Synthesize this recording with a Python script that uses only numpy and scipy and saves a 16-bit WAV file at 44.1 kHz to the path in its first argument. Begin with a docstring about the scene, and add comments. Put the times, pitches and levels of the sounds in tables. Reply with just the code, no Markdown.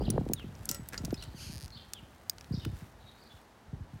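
"""A snap hook is clipped to a harness ring beside a horse, outdoors, close to the microphone.
From the start, hands rub and bump the camera, a strap hisses and far birds chirp over a faint rumble.
The hook clicks, a nearer bird whistles, the ring jingles, and near 1 s grit scuffs once on the ground.
Then the tight leather strap creaks, slowing from a squeak to ticks. The bird whistles again,
the hook snaps sharply at 2.3 s, and a few small clicks, soft bumps and chirps end the scene."""
import sys
import numpy as np
from scipy import signal
from scipy.fft import rfft, irfft
from scipy.io import wavfile
from scipy.ndimage import uniform_filter1d

SR = 44100
rng = np.random.default_rng(int(sys.argv[2]) if len(sys.argv) > 2 else 0)


def dump_mix(stems):
    """Bounce the given channels to the path in sys.argv[1] as a 16-bit WAV at rate SR."""
    frames = np.atleast_2d(stems).T  # one column per channel
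    limited = np.clip(frames, -1, 1)  # hard clip at full scale
    pcm = np.round(limited * 32767).astype(np.int16)
    wavfile.write(sys.argv[1], SR, pcm)


N = 176400
T = np.arange(N) / SR
YARD_T60 = 0.055  # a t60 is a fade time: the seconds a sound takes to drop by 60 dB


def amp(db):
    """Turns decibels into a gain to multiply by."""
    return 10 ** (np.asarray(db) / 20)


def unit(x):
    """Scales a signal to an average power of 1."""
    return x / np.sqrt(np.mean(x ** 2) + 1e-20)


def read(colour, hz):
    """Looks up the level at hz in a colour: a list of (frequency in Hz, level in dB) points."""
    freqs, db = np.transpose(colour)
    return np.interp(np.log(hz + 1), np.log(freqs + 1), db)


def add(mix, start, sound):
    """Mixes a sound in at a start time in seconds."""
    part = mix[max(round(start * SR), 0):][:len(sound)]
    part += sound[:len(part)]


def noise(colour):
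    """Steady noise with the given colour."""
    gains = amp(read(colour, np.fft.rfftfreq(N, 1 / SR)))
    return unit(irfft(rfft(rng.standard_normal(N)) * gains, N))


def impulse(colour, size=2048):
    """One sharp pulse with the given colour; it also serves as a filter."""
    log_gain = np.log(amp(read(colour, abs(np.fft.fftfreq(size, 1 / SR)))))
    spectrum = np.exp(signal.hilbert(log_gain).conj())  # packs the energy at the start
    return np.fft.ifft(spectrum).real[:size // 2]


def echo(x, t60):
    """Sound bounces around the yard and comes back as a fading blur."""
    t = T[:SR // 2]
    tail = rng.standard_normal(len(t)) * amp(-60 * t / t60) * (t > .003)
    return signal.fftconvolve(x, tail / np.linalg.norm(tail))[:N]


def mode(hz, db, t60, size=16000):
    """One fading tone of a struck object."""
    t = T[:size]
    return amp(db - 60 * t / max(t60, .001)) * np.sin(2 * np.pi * (hz * t + rng.random()))


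def rumble():
    """The faint, steady rumble of the outdoors."""
    # Each row: frequency in Hz, relative level in dB.
    colour = [(15, -65), (25, -58), (184, -39.5), (211, 0.5), (299, -6), (342, -5), (437, -7.5),
              (812, -5.5), (881, -5.5), (1040, -9), (1510, -12), (1780, -13), (2330, -19), (4450, -23),
              (15800, -38)]
    return amp(-60) * noise(colour)


def rubbing():
    """A hand rubs on the camera and makes a dull noise."""
    # Each row: time in seconds, level in dB.
    levels = [(0, -33.5), (.18, -37), (.33, -44.5), (.38, -47.5), (.55, -48.5), (.9, -54.5), (1.05, -41.5),
              (1.2, -51.5), (1.32, -53.5), (1.55, -52), (1.85, -57), (2.3, -59.5), (2.48, -54),
              (2.68, -49.5), (2.95, -57.5), (3.62, -65.5), (3.74, -49), (4, -60.5)]
    # Each row: frequency in Hz, relative level in dB.
    colour = [(20, -39), (50, 6.5), (90, 2.5), (180, -2), (350, -11.5), (650, -21), (1100, -33),
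              (3000, -54), (16000, -82)]
    return noise(colour) * amp(np.interp(T, *np.transpose(levels)))


def sliding():
    """The strap slides through the hand with a grainy hiss."""
    # Each row: time in seconds, level in dB.
    levels = [(0, -65), (.3, -66), (.5, -66.5), (.72, -60), (.85, -63.5), (1.15, -61.5), (1.3, -64.5),
              (1.75, -68), (2.3, -68.5), (2.6, -64), (2.7, -64.5), (2.79, -59.5), (2.88, -65.5),
              (2.95, -73.5), (3.12, -69), (3.22, -68.5), (3.29, -70), (3.37, -66.5), (3.47, -74.5),
              (3.88, -81), (3.93, -69), (4, -71)]
    # Each row: frequency in Hz, relative level in dB.
    colour = [(100, -26), (1500, 7.5), (3000, 0), (8000, -4.5), (12000, -6), (16000, -9)]
    grain = amp(2.8 * unit(uniform_filter1d(rng.standard_normal(N), size=130)))
    return grain * noise(colour) * amp(np.interp(T, *np.transpose(levels)))


def song(notes, echo_db):
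    """A bird sings raspy, gliding notes, blurred by a fluttering echo."""
    out = np.zeros(N)
    flutter = noise([(20, 0), (539, 0), (1078, -20), (5000, -70)])
    scatter = unit(1 + amp(-3.5) * np.roll(flutter, N // 2))
    warble = .015 * unit(uniform_filter1d(rng.standard_normal(N), size=120))
    for start, length, start_hz, end_hz, db in notes:
        on = (T >= start) & (T < start + length)
        progress = (T[on] - start) / length
        hz = (start_hz + (end_hz - start_hz) * progress) * (1 + warble[on])
        swell = amp(db - 2.3) * np.sqrt(abs(np.sin(np.pi * progress)))
        rasp = 1 + amp(-9) * flutter[on]
        out[on] += swell * rasp * np.sin(2 * np.pi * np.cumsum(hz) / SR)
    return out + amp(echo_db) * echo(out, t60=.49) * scatter


def birds():
    """A far bird chirps; a nearer one, with less echo, gives two falling whistles."""
    # Each row: start and length in seconds, first and last pitch in Hz, relative level in dB.
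    chirps = [(0, .05, 4600, 4850, -53), (.012, .043, 2550, 3800, -56), (.051, .007, 4500, 3600, -42.5),
              (.058, .018, 3400, 2600, -46), (1.164, .02, 3400, 4150, -54), (1.173, .013, 4350, 4320, -48),
              (1.19, .012, 3950, 3820, -49), (1.198, .01, 4800, 4350, -48), (1.207, .018, 2850, 3380, -51),
              (1.72, .024, 4380, 4080, -48.5), (1.746, .011, 4300, 4600, -47),
              (1.758, .02, 3000, 3300, -53), (1.768, .015, 3650, 3450, -48), (1.787, .016, 3250, 3080, -53),
              (2.524, .013, 4520, 5000, -46), (2.537, .014, 5000, 4900, -47), (2.538, .02, 5350, 5500, -53),
              (2.547, .008, 4900, 3450, -47), (2.556, .016, 3650, 3720, -54),
              (2.594, .014, 3600, 3760, -46.5), (2.61, .026, 3150, 2950, -53.5),
              (2.998, .03, 3950, 3830, -62.5), (3.059, .048, 3840, 3760, -55.5),
              (3.165, .047, 4100, 4760, -64), (3.216, .02, 4900, 4240, -57), (3.256, .025, 3660, 4940, -60),
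              (3.296, .034, 3440, 3460, -57.5)]
    whistles = [(.355, .082, 3950, 2450, -48.5), (1.938, .067, 3600, 2740, -49.5)]
    return song(chirps, echo_db=.5) + song(whistles, echo_db=-7)


def knocks():
    """Hard knocks briefly ring the camera case; the hardest add a brighter tap."""
    # Each row: start in seconds, relative level in dB.
    blows = [(.009, -32), (.02, -28), (.0805, -27), (.141, -36), (.162, -36), (.178, -21.5), (.211, -30.5),
             (.2975, -31), (.321, -41), (1.043, -38), (1.081, -38), (1.128, -33)]
    out = np.zeros(N)
    hardest = max(db for start, db in blows)
    for start, db in blows:
        case = mode(680 * (1 + .04 * rng.standard_normal()), db - 2, t60=0.014)
        tap = mode(1610, -23.5 + 4.6 * (db - hardest), t60=0.0051)
        rise = 1 - np.exp(-(T[:len(case)] / 0.0011) ** 2)
        add(out, start, 2 * (case + tap) * rise)
    return out


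def bumps():
    """Each soft bump on the camera is a few rough, low waves that sag in pitch."""
    # Each row: time of the peak in seconds, relative level in dB, pitch near the peak in Hz.
    thuds = [(.011, -26.5, 447), (.021, -27.5, 476), (.084, -23.5, 210), (.103, -23.5, 230),
             (.113, -30, 185.4), (0.125, -33, 171), (.145, -26.5, 236), (0.154, -28, 132.8),
             (.164, -28, 400), (0.1811, -17, 574), (0.195, -22.5, 153), (0.215, -27, 264),
             (0.241, -37, 119), (.268, -28, 330), (.301, -25.5, 264.7), (.311, -32, 278),
             (0.321, -28.5, 352), (0.342, -34, 171), (0.447, -33.5, 224), (.471, -37, 148),
             (0.492, -37, 166), (.52, -42, 134.7), (0.611, -36, 101.7), (.688, -41.5, 170),
             (.705, -35, 270), (.719, -39.5, 145), (.801, -35, 167), (0.829, -38.5, 121),
             (1.009, -34.5, 193), (1.043, -28.5, 207), (1.06, -37, 110), (1.084, -33.5, 282),
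             (1.109, -31.5, 115), (1.131, -21.5, 316), (1.187, -38.5, 89), (1.285, -37.5, 111),
             (1.348, -38.5, 218), (1.404, -43, 103), (1.432, -40, 105.6), (1.473, -39, 108),
             (1.502, -36, 175), (1.54, -39.5, 142), (1.563, -36.5, 120), (1.646, -35.5, 86),
             (1.766, -44, 121), (2.035, -43, 128), (2.516, -25, 150), (2.545, -24, 172), (2.582, -29, 138),
             (2.643, -38.5, 107), (2.666, -29, 233), (2.671, -35.5, 325), (2.677, -26.5, 131),
             (2.702, -34, 119), (2.739, -31, 97.5), (2.829, -36.5, 158), (3.049, -48, 110),
             (3.354, -45.5, 83), (3.738, -30, 141), (3.745, -46, 328), (3.817, -33.5, 98.6),
             (3.943, -36.5, 128), (3.964, -39.5, 134)]
    # Roughness of the contact. Each row: frequency in Hz, relative level in dB.
    grain_colour = [(20, -4.5), (120, 2), (260, -0.5), (450, -16), (900, -51), (3000, -80)]
    out = np.zeros(N)
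    grain = 1 + amp(-16.5) * noise(grain_colour)
    for peak_time, db, hz in thuds:
        rise_s = 1.366 / hz
        age = T[:SR // 8] / rise_s  # 1 at the peak
        pitch = hz * (1.604 / (age + 0.59)) ** 0.953
        swell = amp(db - 1) * (age * np.exp(1 - age)) ** 1.93
        roughness = np.roll(grain, -round(peak_time * SR))[:len(age)]
        wave = np.sin(2 * np.pi * (np.cumsum(pitch) / SR + rng.random()))
        add(out, peak_time - rise_s, swell * roughness * wave)
    return out


def clicks():
    """Metal strikes the hook while fingers damp it; where it is hit sets the colour."""
    # Each row: start in seconds, relative level in dB, four band levels in dB, fade time in seconds.
    hits = [(0.1025, -21.5, -39.5, -24.5, -26.5, -48, 0.015), (0.2877, -37, -49, -55, -52.5, -64, 0.012),
            (0.3343, -14, -39.5, -28.5, -31, -30, 0.012), (0.3947, -35, -47, -61, -62, -66, 0.032),
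            (0.551, -41, -67, -35, -57.5, -67, 0.012), (0.6545, -25.5, -64, -30, -24, -46, 0.0091),
            (0.6903, -16.5, -40, -25.5, -33.5, -36.5, 0.033), (0.7123, -18.5, -54.5, -20, -29, -36, 0.0081),
            (0.7451, -24.5, -50, -37, -39, -42, 0.015), (0.8862, -26.5, -52, -46.5, -37, -44, 0.02),
            (0.9773, -25, -44, -25, -47, -77, 0.023), (1.049, -30, -41.5, -35, -39, -55, 0.013),
            (1.052, -25, -51, -36, -47, -50, 0.011), (1.1054, -32.5, -41.5, -43, -55, -64, 0.021),
            (1.1421, -34.5, -51, -47, -45, -67, 0.0075), (1.223, -34.5, -49, -41, -50, -55, 0.011),
            (1.2366, -35, -51, -53, -49, -61, 0.013), (1.6786, -38, -57, -51, -60, -66.5, 0.011),
            (1.7032, -40, -55, -47.5, -67, -73, 0.0126), (1.9339, -20, -44.5, -35, -35.5, -45, 0.0098),
            (2.296, -12.5, -55, -17.5, -41, -26, 0.008), (2.3824, -33.5, -51, -49, -59, -74, 0.0095),
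            (2.409, -33, -51.5, -50, -62, -69, 0.0086), (2.443, -39, -56, -55, -69, -70.5, 0.007),
            (2.651, -29, -39, -46.5, -47, -49, 0.011)]
    # The four bands in Hz: knock, body, edge and sparkle.
    band_hz = [2330, 5720, 9140, 14500]
    # The hook's tones. Each row: pitch in Hz, relative level in dB.
    hook_tones = [(1400, 12), (2600, 9), (3850, -2.5), (4450, 7), (5050, 1), (5600, -6), (6100, -4),
                  (6650, -1.5), (7300, -12), (8650, 0), (10200, -0.5), (12200, -36.5), (13700, 0),
                  (15500, -2)]
    out, size = np.zeros(N), 3000
    t = T[:size]
    rise = np.minimum(t / 0.00079, 1)
    for start, level, *bands_db, t60 in hits:
        body = sum(mode(hz * (1 + .015 * rng.standard_normal()), db, t60, size) for hz, db in hook_tones)
        burst = rfft(rng.standard_normal(size) * amp(-60 * t / t60) * rise)
        flattened = irfft(burst / np.sqrt(abs(burst) + 1e-9), size)  # evens out the burst's colour
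        crack = unit(flattened * np.exp(-t / t60))
        colour = [(400, bands_db[0] - 6.5)] + list(zip(band_hz, bands_db))
        click = signal.fftconvolve(unit(body) * rise + amp(8) * crack, impulse(colour))
        click *= np.sqrt(SR * 0.00015) / np.linalg.norm(click)  # same energy for every click
        add(out, start + .0007, amp(level) * click)
    return out


def pings():
    """Small metal fittings each give a brief tone when struck."""
    # Each row: start in seconds, pitch in Hz, level in dB, fade time in seconds.
    tones = [(0.1033, 9940, -22.5, 0.013), (.1072, 9500, -27.5, 0.0101), (.1035, 5700, -28.5, 0.014),
             (0.103, 15300, -27, .008), (.336, 9600, -34.5, 0.042), (.3355, 6610, -20, 0.0093),
             (0.335, 15750, -16, 0.0053), (0.6548, 11400, -35.5, .015), (.6557, 8900, -30, .007),
             (0.6905, 5480, -23, 0.012), (0.6905, 7250, -26.5, 0.026), (0.691, 13470, -24.5, .012),
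             (.713, 7300, -27.5, .011), (0.714, 14140, -21.5, 0.0058), (0.8879, 13800, -32, .009),
             (.978, 4870, -24.5, 0.012), (.9785, 6900, -41, .05), (1.124, 13800, -49, 0.05),
             (1.143, 2560, -43, .02), (1.143, 5100, -43, .06), (1.225, 4170, -41, .03),
             (1.226, 2850, -42, .04), (2.297, 4970, -21, .01), (2.2973, 4430, -28.5, .011),
             (2.2973, 6440, -23.5, 0.011), (2.297, 8600, -24, .008), (2.2968, 15500, -21, .008)]
    out = np.zeros(N)
    for start, hz, db, t60 in tones:
        add(out, start, mode(hz, db, t60))
    return out


def jingles():
    """The struck ring chimes and its linked parts shimmer; fingers shorten and dull the sound."""
    # The free ring's tones. Each row: pitch in Hz, relative level in dB, fade time in seconds.
    ring_tones = [(570, -10, .33), (635, -8.5, .57), (1355, -5, .22), (1925, -7, .22), (2821, -5, .17),
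                  (4200, -3, .12), (5046, -1.5, .15), (5600, 4.5, .12), (6025, -6, .16), (6756, -6, .22),
                  (7230, -1, .17), (7897, -1.5, .33), (8560, -3, .13), (8670, 0, .1), (9152, -9, .2),
                  (9580, 0, .15), (10400, -6, .1), (12090, -12, .14), (13867, -9, .14)]
    # Each row: start in seconds, relative level in dB, share of fade time, treble cut in dB per octave.
    blows = [(.691, -50, 1, 0), (.713, -49, .82, 0), (.7465, -50, .6, 1), (.978, -51, .7, 16),
             (1.143, -56, .2, 4), (1.226, -53, .35, 6), (1.238, -58, .25, 4)]
    # Each row: frequency in Hz, relative level in dB.
    shimmer_colour = [(400, -4), (1500, -3), (3000, -6), (5500, -8), (8000, -7), (12000, -10), (16000, -35)]
    out = np.zeros(N)
    for start, level, share, dull_db in blows:
        ring = sum(mode(hz, db + 2.5 * rng.standard_normal(), t60 * share) for hz, db, t60 in ring_tones)
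        t = T[:len(ring)]
        shimmer = noise(shimmer_colour)[:len(t)] * amp(-.5 - 60 * t / (0.21 * share))
        fingers = impulse([(5500, 0), (22000, -2 * dull_db)])
        add(out, start, amp(level) * signal.fftconvolve(ring + shimmer, fingers))
    return out


def scuff():
    """Grit crunches underfoot in a quick cluster of noise bursts."""
    # Each row: start in seconds, level in dB, seconds to fade to about a third.
    bursts = [(.925, -45, 0.011), (0.9323, -37, 0.0063), (0.9429, -38, 0.0021), (0.945, -49.5, 0.031)]
    # Each row: frequency in Hz, relative level in dB.
    colour = [(100, 4), (600, -0.5), (1000, -6), (1550, 5.5), (2100, 4), (2800, -14), (6000, -9.5),
              (16000, -24)]
    loudness = np.zeros(N)
    for start, db, fade_s in bursts:
        add(loudness, start, amp(db) * np.exp(-T[:SR // 4] / fade_s))
    return loudness * noise(colour)


def clacks():
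    """Metal pressed against metal gives one hard pulse with no ring after it."""
    # Each row: start in seconds, peak in dB, centre in Hz, drop above the centre in dB per octave.
    hits = [(.9438, -27.5, 1700, 11), (1.0497, -21, 6000, 4), (1.4296, -36, 4300, 18), (2.65, -27, 2900, 8),
            (2.652, -29, 1450, 6)]
    out = np.zeros(N)
    octaves = np.linspace(-5, 4, 19)
    for start, peak_db, hz, fall_db in hits:
        hill_db = np.minimum(9 * octaves, -fall_db * octaves) + 5 * (octaves == 0)
        pulse = impulse(np.c_[hz * 2 ** octaves, hill_db])
        add(out, start, amp(peak_db) * pulse / abs(pulse).max())
    return out


def slips(curve, colour):
    """Each slip of the leather is one tick; unevenness scatters their spacing, force and colour."""
    times, *controls = np.transpose(curve)
    hz, db = np.transpose([(400, colour[0][1] - 12)] + list(colour))
    out, now, taps = np.zeros(N), times[0], np.arange(-8, 9)
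    for gap, force, *tint in rng.standard_normal((700, 2 + len(hz))):
        if now < times[-1]:
            rate, level, uneven = (np.interp(now, times, control) for control in controls)
            spread_db = 7 * uneven
            tick = impulse(np.c_[hz, db + spread_db * np.array(tint)], size=512)
            offset = now * SR - round(now * SR)  # placing ticks between samples keeps the squeak clean
            tick = np.convolve(tick / abs(tick).max(), np.sinc(taps - offset) * np.hanning(len(taps)))
            add(out, now, amp(level + spread_db * force) * tick)
            now += np.exp(uneven * gap) / rate
    return out


def creak():
    """Tight leather sticks and slips, slowing from a squeak through a rasp to separate ticks."""
    # Each row: time in seconds, slips per second, relative level in dB, unevenness from 0 to 1.
    squeak = [(1.345, 1590, -62, .01), (1.371, 1560, -49.5, .035), (1.381, 1390, -46, .06),
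              (1.396, 1230, -43, .06), (1.412, 1560, -41, .15), (1.445, 1560, -41, .16),
              (1.48, 1540, -43, .22), (1.508, 1250, -45, .25), (1.522, 400, -40, .3)]
    ticks = [(1.524, 165, -33.5, .05), (1.555, 120, -34, .1), (1.575, 140, -35, .2), (1.6, 134, -35, .15),
             (1.645, 140, -35, .17), (1.668, 90, -35.5, .1)]
    # Each row: frequency in Hz, relative level in dB.
    squeak_colour = [(880, -38), (1500, -11), (2060, -11), (2360, -3.5), (3090, -4), (3600, -11), (4540, 2),
                     (5780, -6.5), (6300, -2.5), (7870, -16), (8830, -10), (11600, -11.5), (13500, -18),
                     (15000, -41)]
    tick_colour = [(880, -39), (1500, -14.5), (1760, -4), (2120, -14), (2380, -8), (3600, -10), (4840, 2),
                   (5780, -7.5), (6770, -6), (7330, -20.5), (8750, -6), (11900, -10.5), (13000, -22),
                   (14200, -15), (15800, -21)]
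    out = amp(.5) * slips(squeak, squeak_colour) + amp(1.5) * slips(ticks, tick_colour)
    return out + amp(-24) * echo(out, YARD_T60)


def scene():
    """Mixes all the sounds into one channel, with a short yard echo on the metal."""
    handling = rubbing() + sliding() + knocks() + bumps()
    metal = clicks() + pings() + jingles() + clacks()
    metal += amp(-23) * echo(metal, YARD_T60)
    return (rumble() + handling + birds() + metal + scuff() + creak())[None]


def record(dry):
    """Cuts off the highest treble, above 16300 Hz."""
    lowpass = signal.firwin(255, 16300, window=("kaiser", 9), fs=SR)
    return signal.oaconvolve(dry, lowpass[None], "same")


dry = scene()
out = record(dry)
dump_mix(out)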